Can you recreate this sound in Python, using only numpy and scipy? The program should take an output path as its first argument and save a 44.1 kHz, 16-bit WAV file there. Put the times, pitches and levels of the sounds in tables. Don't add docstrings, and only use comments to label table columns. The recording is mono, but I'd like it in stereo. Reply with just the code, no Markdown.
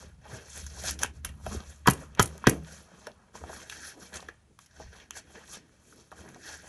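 import sys
import numpy as np
from scipy import signal
from scipy.fft import rfft, irfft, next_fast_len
from scipy.io import wavfile
from scipy.ndimage import uniform_filter1d

SR = 44100
rng = np.random.default_rng(int(sys.argv[2]) if len(sys.argv) > 2 else 0)


def store_pcm(level_fs):
    pcm = np.round(np.clip(level_fs, -1, 1) * 32767).astype(np.int16)
    wavfile.write(sys.argv[1], SR, np.atleast_2d(pcm).T)


N = 294588
TIME_S = np.arange(N) / SR
COARSE_S = TIME_S[::32]
AGE_S = TIME_S[:SR // 4]

# t/s, crack/dB, pop/dB, pop f/Hz, pop t60/s, palm delay/s, thump/dB, thump start f/Hz,
# thump end f/Hz, thump t60/s, push on room/dB, whiff/dB, object hum f/Hz
CAP_SLAPS = [(1.8748, -13.5, 4, 1043, 0.028, .0100, -6, 415, 135, 0.043, -8, -33, 147.6),
             (2.1956, -6, 1, 1416, 0.032, 0.0035, -13.5, 420, 99, 0.079, -9, -26.5, 157),
             (2.47, -6.5, -4, 2020, 0.037, 0.0035, -5, 482.4, 127.9, 0.04, -0.5, -24.5, 158)]
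# f/Hz, level/dB, t60/s
SLAP_RING_MODES = [(480, -14, .035), (866, -10, .06), (1010, -3, .06), (1155, -7, .05), (1300, -5, .05),
                   (1683, -5, .045), (1958, -7, .04), (2413, -9, .035), (2790, -6, .04), (3090, -10, .04)]
# f/Hz, level/dB, t60/s
ROOM_MODES = [(71.6, -37, 0.97), (195, -32.5, 0.38), (269.8, -31, 0.28), (358.4, -24, 0.17),
              (477.5, -31, 0.15), (711, -30.5, 0.11)]
# t/s, level/dB
BEAD_HITS = [(1.871, -11.5), (1.8989, -12.5), (1.9071, -10), (1.934, -22), (2.214, -19.5), (2.222, -13.5),
             (2.2262, -7.5), (2.2576, -20.5), (2.275, -30), (2.4855, -19), (2.4947, -8.5)]
# t/s, level/dB, f/Hz, t60/s
SOFT_KNOCKS = [(.254, -36.5, 836, 0.099), (0.33, -25.5, 130, 0.093), (0.8396, -20.5, 740, 0.023),
               (1.0328, -2, 1450, 0.005), (1.047, -13, 890, 0.0079), (1.249, -26, 1310, 0.029),
               (1.4648, -9, 714, 0.02), (1.471, -29.5, 82, 0.19), (1.548, -22.5, 355, 0.043),
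               (1.568, -25.5, 59.4, 0.063), (1.859, -18, 1157, 0.096), (1.881, 1, 1085, 0.029),
               (2.173, -29, 894, 0.11), (2.441, -11, 1086, 0.015), (3.0684, -26.5, 1460, 0.026),
               (3.07, -31.5, 589, 0.13), (3.3535, -26, 966, 0.031), (3.416, -31.5, 700, 0.027),
               (3.4386, -19.5, 720, 0.018), (3.495, -28, 663, 0.073), (3.7237, -19.5, 1720, 0.019),
               (4.1225, -28.5, 580, 0.022), (4.2262, -29.5, 730, 0.025), (4.287, -19.5, 1770, 0.017),
               (4.288, -32.5, 473, .03), (4.589, -34, 1132, 0.023), (4.7995, -31, 643, 0.086),
               (5.001, -27.5, 2790, 0.014), (5.925, -39.5, 1254, 0.027), (6.117, -29.5, 787, 0.023),
               (6.1255, -28.5, 770, 0.028), (6.345, -30.5, 1900, 0.021), (6.361, -32.5, 700, 0.037)]
# t/s, level/dB, t60/s, fold f/Hz
CREASE_SNAPS = [(0.665, -34.5, 0.035, 6300), (0.8383, -26, 0.014, 5820), (.909, -22, 0.018, 10500),
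                (0.99, -32, 0.048, 4200), (1.019, -25, 0.0077, 5500), (1.027, -24.5, 0.011, 5850),
                (1.0322, -15, 0.0059, 6740), (1.034, -5, 0.0026, 5800), (1.0355, -19, 0.011, 11030),
                (1.0468, -27, 0.0034, 3030), (1.0616, -27, 0.0072, 2920), (1.2477, -20.5, 0.037, 10170),
                (1.29, -42, 0.043, 2450), (1.464, -29, 0.011, 2460), (2.15, -36.5, 0.011, 3000),
                (2.379, -34, 0.0071, 6100), (3.069, -32.5, 0.02, 4120), (3.698, -27, 0.02, 4090),
                (3.7241, -37, 0.014, 2200), (3.774, -38, 0.0086, 3960), (4.141, -31, .02, 4200),
                (4.226, -40.5, 0.011, 1890), (4.286, -38, 0.011, 3365), (4.59, -41.5, 0.014, 3300),
                (4.661, -46, 0.029, 6030), (5.108, -18, 0.0046, 6420), (6.116, -44.5, 0.036, 1600),
                (6.289, -41.5, 0.013, 7040), (6.346, -44, 0.0059, 5470)]
# peak t/s, swell/s, fade/s, rub/dB, hiss/dB (both before trim), tautness/dB
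RUB_STROKES = [(.03, 0.27, 0.1, -49, -56, -6), (.33, 0.1, 0.18, -43, -52.5, 0),
               (0.578, 0.16, 0.13, -50.5, -44.5, -3.5), (.8, 0.19, 0.039, -50, -47.5, -1),
               (.885, 0.08, 0.054, -36.5, -31.5, 3.5), (1.029, 0.045, 0.049, -34, -42.5, -0.5),
               (1.165, 0.051, 0.055, -56.5, -61.5, -3), (1.254, 0.014, 0.073, -45, -50, -7),
               (1.545, .13, 0.088, -39, -44, -8), (1.7, 0.17, 0.13, -53.5, -54, -0.5),
               (2.021, 0.17, 0.079, -47, -54.5, -9.5), (2.35, 0.37, 1, -50.5, -63.5, -7),
               (2.73, 0.12, 0.19, -49.5, -51.5, -1.5), (3.04, 0.25, 0.12, -52.5, -62.5, -7),
               (3.355, 0.022, 0.084, -45, -53.5, -5.5), (3.55, 0.15, 0.085, -42, -49.5, -2),
               (3.62, 0.058, 0.039, -46.5, -46.5, -1), (3.735, 0.12, 0.23, -48, -50.5, 4.5),
               (3.866, 0.11, 0.086, -49.5, -44, 13.5), (4.03, 0.088, 0.16, -49.5, -53.5, -3),
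               (4.159, 0.031, 0.034, -37, -40, -2), (4.21, 0.057, 0.15, -47.5, -60, -3),
               (4.61, 0.026, 0.1, -66.5, -61, 3.5), (4.8, 0.09, 0.16, -51, -60.5, 5.5),
               (4.965, 0.11, 0.13, -50, -60.5, 2.5), (5.173, 0.038, 0.042, -47, -45, 11.5),
               (5.345, 0.13, 0.33, -51, -60, 0), (5.547, 0.09, 0.05, -48.5, -44.5, -2.5),
               (5.97, 0.44, 0.25, -59, -62.5, -4.5), (6.18, 0.069, 0.21, -48.5, -58, -3),
               (6.3, 0.13, 0.18, -51, -62.5, -5), (6.47, 0.098, 0.21, -50, -48.5, 12),
               (6.545, 0.084, 0.053, -48.5, -48, 6.5), (6.68, 0.074, 0.032, -47, -54.5, 0)]
# f/Hz, width/oct, level/dB, brightness (-1..1, weights the tautness)
FOLD_BANDS = [(188, 0.61, -14.5, -1), (360, 0.48, -22.5, 0), (590, 0.99, -9.5, -0.31),
              (740, 0.64, -7, 0.24), (1124, 0.4, -14.5, -0.9), (1604, 0.37, -6.5, 0.82),
              (1950, 0.6, -8, 0.47), (2833, 0.45, -9.5, 0.38), (5080, 0.65, -12.5, 1)]
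# peak t/s, swell/s, fade/s, level/dB, f/Hz
PADDING_DRAGS = [(.35, 0.084, 0.092, -49.5, 550), (.93, 0.14, 0.3, -52.5, 182),
                 (3.2, .15, 0.16, -63.5, 770), (3.46, 0.073, 0.16, -52, 233), (3.8, 0.2, 0.17, -61, 198),
                 (3.98, 0.047, 0.075, -50.5, 419.5), (4.514, .05, 0.038, -64.5, 262),
                 (4.813, .04, 0.024, -54.5, 189), (5.2, .2, 0.32, -63.5, 220),
                 (5.599, 0.062, 0.14, -58.5, 208.3), (5.98, 0.15, 0.09, -59, 285),
                 (6.261, 0.14, 0.42, -55.5, 222)]
# peak t/s, swell and fade/s, level/dB
ARM_SWEEPS = [(.05, 1, -52), (.33, 0.061, -49), (.65, 0.14, -40), (.89, 0.36, -40.5), (1.061, 0.044, -39),
              (1.27, 0.29, -41), (1.48, 0.12, -40), (1.574, 0.033, -31.5), (1.69, 0.15, -46.5),
              (1.92, 0.13, -37), (2.24, 0.24, -42.5), (3.44, 0.043, -41.5), (4.28, 0.28, -60),
              (4.859, 0.097, -44.5), (5.151, 0.47, -63.5), (6.209, 0.027, -48), (6.56, 0.069, -58)]
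# f/Hz, relative level/dB
CRACK_SPECTRUM = [(200, 3.5), (650, -1), (1100, 8.5), (2200, 2), (3000, 0.5), (4200, -7), (5900, -5.5),
                  (8000, -9.5), (10500, -5), (12500, -32), (15500, -35)]
BEAD_SPECTRUM = [(500, -19), (2500, -27), (4500, -9.5), (6000, -7.5), (8000, -1), (9800, 8), (11000, 1.5),
                 (12500, -16.5), (15500, -29)]
SNAP_SPECTRUM = [(200, -53.5), (700, -3), (1700, 8), (3000, 9.5), (4200, -4), (6000, 3), (8000, 1),
                 (10500, 11), (12500, -13), (15500, -48)]
HISS_SPECTRUM = [(1000, -10.5), (2500, 2), (3700, -4), (4800, -1), (6000, -1), (8000, 1.5), (10500, 5.5),
                 (11500, -9), (12500, -31), (15000, -44)]
RUMBLE_SPECTRUM = [(20, -10), (45, -0.5), (63, 5.5), (73, 20), (86, 0), (160, -3), (250, -14), (500, -59.5)]
TAIL_SPECTRUM = [(60, 4.5), (150, -2.5), (350, -0.5), (700, -3), (1200, -7), (2500, -2.5), (6000, -6.5),
                 (12000, -17)]
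FLOOR_SPECTRUM = [(20, -5.5), (80, 9.5), (200, 3), (400, -12.5), (1000, -14), (2700, -18.5), (6000, -23.5),
                  (10500, -21), (12500, -52.5)]
# f/Hz, phase/rad
PORT_LEAD = [(280, 0), (600, -2.0), (1600, -1.6), (2100, -2.45), (3000, -2.6), (3200, -3.9), (3700, -5.2),
             (4700, -4.4), (4950, -2.0), (5300, -1.1), (7800, 2.4), (9400, 2.7), (12200, 6.2)]
# f/Hz, level/dB
PORT_LEVEL = [(60, 5), (200, 1.5), (330, 8), (500, 6), (770, 3), (1200, -0.5), (6400, -1), (15000, 0.5)]
# drop over one swell or fade/dB, exponent (1 pointed, 2 round)
RUB_LAW, HISS_LAW, SWEEP_LAW, DRAG_LAW = (15.5, 1.25), (20.5, 1.18), (20, 0.93), (14, 1.5)


def slaps(ring_db=-12, crumple_db=-32, smack_db=-15, glide_s=0.0017, rise_s=0.00052,
          hum_db=-28, hum_t60_s=0.64, din_db=-24):
    out = np.zeros(N)
    for (t_s, crack_db, pop_db, pop_hz, pop_t60_s, delay_s, thump_db, start_hz, end_hz, thump_t60_s,
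         push_db, whiff_db, hum_hz) in CAP_SLAPS:
        whiff = band(band_noise(hz=2200, octaves=1), hz=2200, octaves=1) * decay(t60_s=0.064)[::-1]
        add(out, t_s - len(AGE_S) / SR, from_db(whiff_db) * whiff)
        air = 0.29 * sine(pop_hz) + 0.37 * band_noise(pop_hz, octaves=0.91)
        ring = from_db(ring_db) * struck(SLAP_RING_MODES)[:len(AGE_S)]
        add(out, t_s, from_db(pop_db) * (air * decay(pop_t60_s) + ring))
        crumple = from_db(crumple_db + 3 * wobble(per_s=400, size=len(AGE_S))) * burst(t60_s=0.24)
        crack = from_db(crack_db) * burst(t60_s=0.024)
        add(out, t_s, colour(crack, CRACK_SPECTRUM) + colour(crumple, SNAP_SPECTRUM))

        palm_s = t_s + delay_s
        smack = band_noise(hz=2400, octaves=4.2) * decay(t60_s=0.0088)
        add(out, palm_s, from_db(smack_db) * smack)
        pitch_hz = end_hz + (start_hz - end_hz) * np.exp(-AGE_S / glide_s)
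        thump = np.sin(2 * np.pi * np.cumsum(pitch_hz) / SR) + 0.052 * band_noise(hz=250, octaves=0.58)
        add(out, palm_s, from_db(thump_db) * thump * attack(rise_s) * decay(thump_t60_s))
        add(out, palm_s, from_db(push_db) * struck(ROOM_MODES + [(hum_hz, hum_db, hum_t60_s)]))
        din = band_noise(hz=260, octaves=2.5) * decay(t60_s=0.3)
        add(out, palm_s, from_db(push_db + din_db) * din)
    return out


def struck(modes, waver_db=3.0):
    age_s = TIME_S[:SR]
    return sum(from_db(db + waver_db * wobble(per_s=24, size=SR)) * decay(t60_s, age_s) * sine(hz, age_s)
               for hz, db, t60_s in modes)


def beads(touches=3, bounce_s=0.0019, loss_db=6.5):
    out = np.zeros(N)
    for t_s, db in BEAD_HITS:
        for k in range(touches):
            click = burst(t60_s=0.015) * attack(rise_s=0.0005)
            add(out, t_s + k * bounce_s * rng.uniform(1.0, 1.1), from_db(db - k * loss_db) * click)
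    return colour(out, BEAD_SPECTRUM)


def knocks():
    out = np.zeros(N)
    for t_s, db, hz, t60_s in SOFT_KNOCKS:
        body = 0.46 * sine(hz) + 0.4 * band_noise(hz, octaves=1)
        add(out, t_s, from_db(db) * body * attack(rise_s=0.0006) * decay(t60_s))
    return out


def snaps():
    out = np.zeros(N)
    for t_s, db, t60_s, hz in CREASE_SNAPS:
        tick = 0.74 * burst(t60_s) + 0.66 * band_noise(hz, octaves=0.8) * decay(t60_s)
        add(out, t_s, from_db(db) * tick)
    return colour(out, SNAP_SPECTRUM)


def cloth(rub_trim_db=-1, hiss_trim_db=3.5, crinkle_db=-10, opening_db=3.0):
    rub_db, hiss_db = stroke_levels_db()
    taut_db = tautness_db()
    grip = friction(catches_per_s=290, catch_db=-7.5, grip_per_s=73)
    rub = from_db(crinkle_db) * crinkles()
    for hz, octaves, db, brightness in FOLD_BANDS:
        fold_db = db + brightness * taut_db + opening_db * wobble(per_s=50)
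        rub += from_db(fold_db) * band(grip, hz, octaves)
        grip = -grip
    return from_db(rub_db + rub_trim_db) * rub + from_db(hiss_db + hiss_trim_db) * sliding()


def stroke_levels_db(rub_rest_db=-83, hiss_rest_db=-82):
    strokes = np.array(RUB_STROKES)
    rubs, hisses = strokes[:, [0, 1, 2, 3]], strokes[:, [0, 1, 2, 4]]
    return level_db(rubs, RUB_LAW, rub_rest_db), level_db(hisses, HISS_LAW, hiss_rest_db)


def tautness_db():
    weights = np.array([from_db(rub_db) ** 2 * swell(t_s, swell_s, fade_s, RUB_LAW)
                        for t_s, swell_s, fade_s, rub_db, _, _ in RUB_STROKES])
    taut_db = np.array(RUB_STROKES)[:, -1]
    return np.interp(TIME_S, COARSE_S, taut_db @ weights / weights.sum(axis=0))


def friction(catches_per_s, catch_db, grip_per_s, uneven_db=3.0):
    catches = (rng.random(N) < catches_per_s / SR) * rng.standard_normal(N)
    slide = rng.standard_normal(N) * from_db(uneven_db * wobble(grip_per_s))
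    return unit_rms(slide + from_db(catch_db) * unit_rms(catches))


def crinkles(per_band_per_s=14, spread_db=10.5):
    out = np.zeros(N)
    for hz in np.geomspace(600, 3600, 7):
        clicks = np.full(N, 1e-18)
        at = np.flatnonzero(rng.random(N) < per_band_per_s / SR)
        size_db = spread_db * np.minimum(rng.exponential(1, N)[at], 3)
        clicks[at] = from_db(size_db) * (-1) ** at
        out += band(clicks, hz, octaves=0.99)
    return unit_rms(out)


def sliding(shift_db=2.0):
    hiss = np.zeros(N)
    for hz in np.geomspace(900, 12000, 7):
        gain = np.sqrt(hz) * from_db(shift_db * wobble(per_s=28))
        grip = friction(catches_per_s=510, catch_db=-3.5, grip_per_s=130)
        hiss += gain * band(grip, hz, octaves=0.64)
    return colour(unit_rms(hiss), HISS_SPECTRUM)


def drags():
    out = np.zeros(N)
    for t_s, swell_s, fade_s, db, hz in PADDING_DRAGS:
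        power = np.interp(TIME_S, COARSE_S, swell(t_s, swell_s, fade_s, DRAG_LAW))
        heard = np.flatnonzero(power > 1e-5)
        out[heard] += from_db(db) * np.sqrt(power[heard]) * band_noise(hz, octaves=1.6, size=len(heard))
    return out


def rumble(rest_db=-75.5, rub_coupling_db=-12.5, window_s=0.1):
    rub_db, _ = stroke_levels_db()
    sweeps = [(t_s, ramp_s, ramp_s, db) for t_s, ramp_s, db in ARM_SWEEPS]
    push = np.hypot(from_db(level_db(sweeps, SWEEP_LAW, rest_db)), from_db(rub_db + rub_coupling_db))
    air = unit_rms(colour(rng.standard_normal(N), RUMBLE_SPECTRUM))
    running_rms = np.sqrt(uniform_filter1d(air ** 2, int(window_s * SR)) + 0.0011)
    return push * air / running_rms


def clutter(x, scatter_db=-16):
    echoes = np.array([band_noise(hz=3800, octaves=1.6) * decay(t60_s=0.013) for port in range(2)])
    echoes /= np.sqrt(np.sum(echoes ** 2, axis=1, keepdims=True))
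    return from_db(scatter_db) * signal.fftconvolve(x[None], echoes, axes=1)[:, :N]


def room(x, tail_db=-16, t60_s=0.14, build_s=0.0026, split_hz=600):
    age_s = TIME_S[:SR // 2]
    mid, side = rng.standard_normal((2, len(age_s)))
    side = 0.93 * highpass(side, split_hz)
    tail = np.array([mid + side, mid - side]) * decay(t60_s, age_s) * attack(build_s, age_s)
    tail = colour(unit_rms(tail) / np.sqrt(len(age_s)), TAIL_SPECTRUM)
    return from_db(tail_db) * signal.fftconvolve(x[None], tail, axes=1)[:, :N]


def still_air(floor_db=-62.5):
    return from_db(floor_db) * colour(rng.standard_normal((2, N)), FLOOR_SPECTRUM)


def ports(x):
    n = next_fast_len(N + SR // 4)
    hz = np.arange(n // 2 + 1) * SR / n
    left = from_db(at_hz(PORT_LEVEL, hz) / 2) * np.exp(1j * at_hz(PORT_LEAD, hz) / 2)
    return irfft(rfft(x, n) * np.array([left, 1 / left]), n)[:, :N]


def swell(t_s, swell_s, fade_s, law):
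    drop_db, exponent = law
    away = np.maximum((t_s - COARSE_S) / swell_s, (COARSE_S - t_s) / fade_s)
    return from_db(-np.minimum(drop_db * away ** exponent, 120)) ** 2


def level_db(movements, law, rest_db):
    power = sum(from_db(db) ** 2 * swell(t_s, swell_s, fade_s, law)
                for t_s, swell_s, fade_s, db in movements)
    return np.interp(TIME_S, COARSE_S, 10 * np.log10(from_db(rest_db) ** 2 + power))


def colour(x, spectrum):
    n = 2 * next_fast_len((x.shape[-1] + len(AGE_S)) // 2)
    gain = unit_rms(from_db(at_hz(spectrum, np.arange(n // 2 + 1) * SR / n)))
    cepstrum = irfft(np.log(gain))
    cepstrum[1:n // 2] *= 2
    cepstrum[n // 2 + 1:] = 0
    return irfft(rfft(x, n) * np.exp(rfft(cepstrum)), n)[..., :x.shape[-1]]


def at_hz(points, hz):
    knots_hz, values = np.transpose(points)
    return np.interp(np.log(np.maximum(hz, 1)), np.log(knots_hz), values)


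def band(x, hz, octaves):
    edges_hz = np.clip([hz / 2 ** (octaves / 2), hz * 2 ** (octaves / 2)], 10, SR / 2 - 1)
    return unit_rms(signal.sosfilt(signal.butter(2, edges_hz, "band", fs=SR, output="sos"), x))


def band_noise(hz, octaves, size=len(AGE_S)):
    return band(rng.standard_normal(size + len(AGE_S)), hz, octaves)[len(AGE_S):]


def burst(t60_s):
    return rng.choice([-1, 1], len(AGE_S)) * decay(t60_s)


def wobble(per_s, size=N):
    knots = rng.standard_normal(size // 8)
    return unit_rms(np.interp(TIME_S[:size] * per_s, np.arange(len(knots)), knots))


def highpass(x, hz):
    return signal.sosfilt(signal.butter(2, hz, "high", fs=SR, output="sos"), x)


def sine(hz, age_s=AGE_S):
    return np.sin(2 * np.pi * hz * age_s)


def attack(rise_s, age_s=AGE_S):
    return 1 - np.exp(-age_s / rise_s)


def decay(t60_s, age_s=AGE_S):
    return np.exp(-np.log(1000) * age_s / t60_s)


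def from_db(db):
    return 10 ** (np.asarray(db) / 20)


def unit_rms(x):
    return x / np.sqrt(np.mean(x ** 2) + 1e-20)


def add(track, t_s, sound):
    start = int(t_s * SR)
    track[start:start + len(sound)] += sound[:N - start]


def scene():
    near = slaps() + knocks() + snaps() + beads() + cloth() + drags()
    floor = still_air()
    return ports(near + rumble()) + clutter(near) + room(near) + floor


def record(dry, low_cut_hz=28, ceiling=0.86, stopband_hz=16800):
    lean = highpass(dry, low_cut_hz)
    rounded = lean / (1 + (lean / ceiling) ** 6) ** (1 / 6)
    return signal.sosfilt(signal.cheby2(14, 90, stopband_hz, fs=SR, output="sos"), rounded)


dry = scene()
out = record(dry)
store_pcm(out)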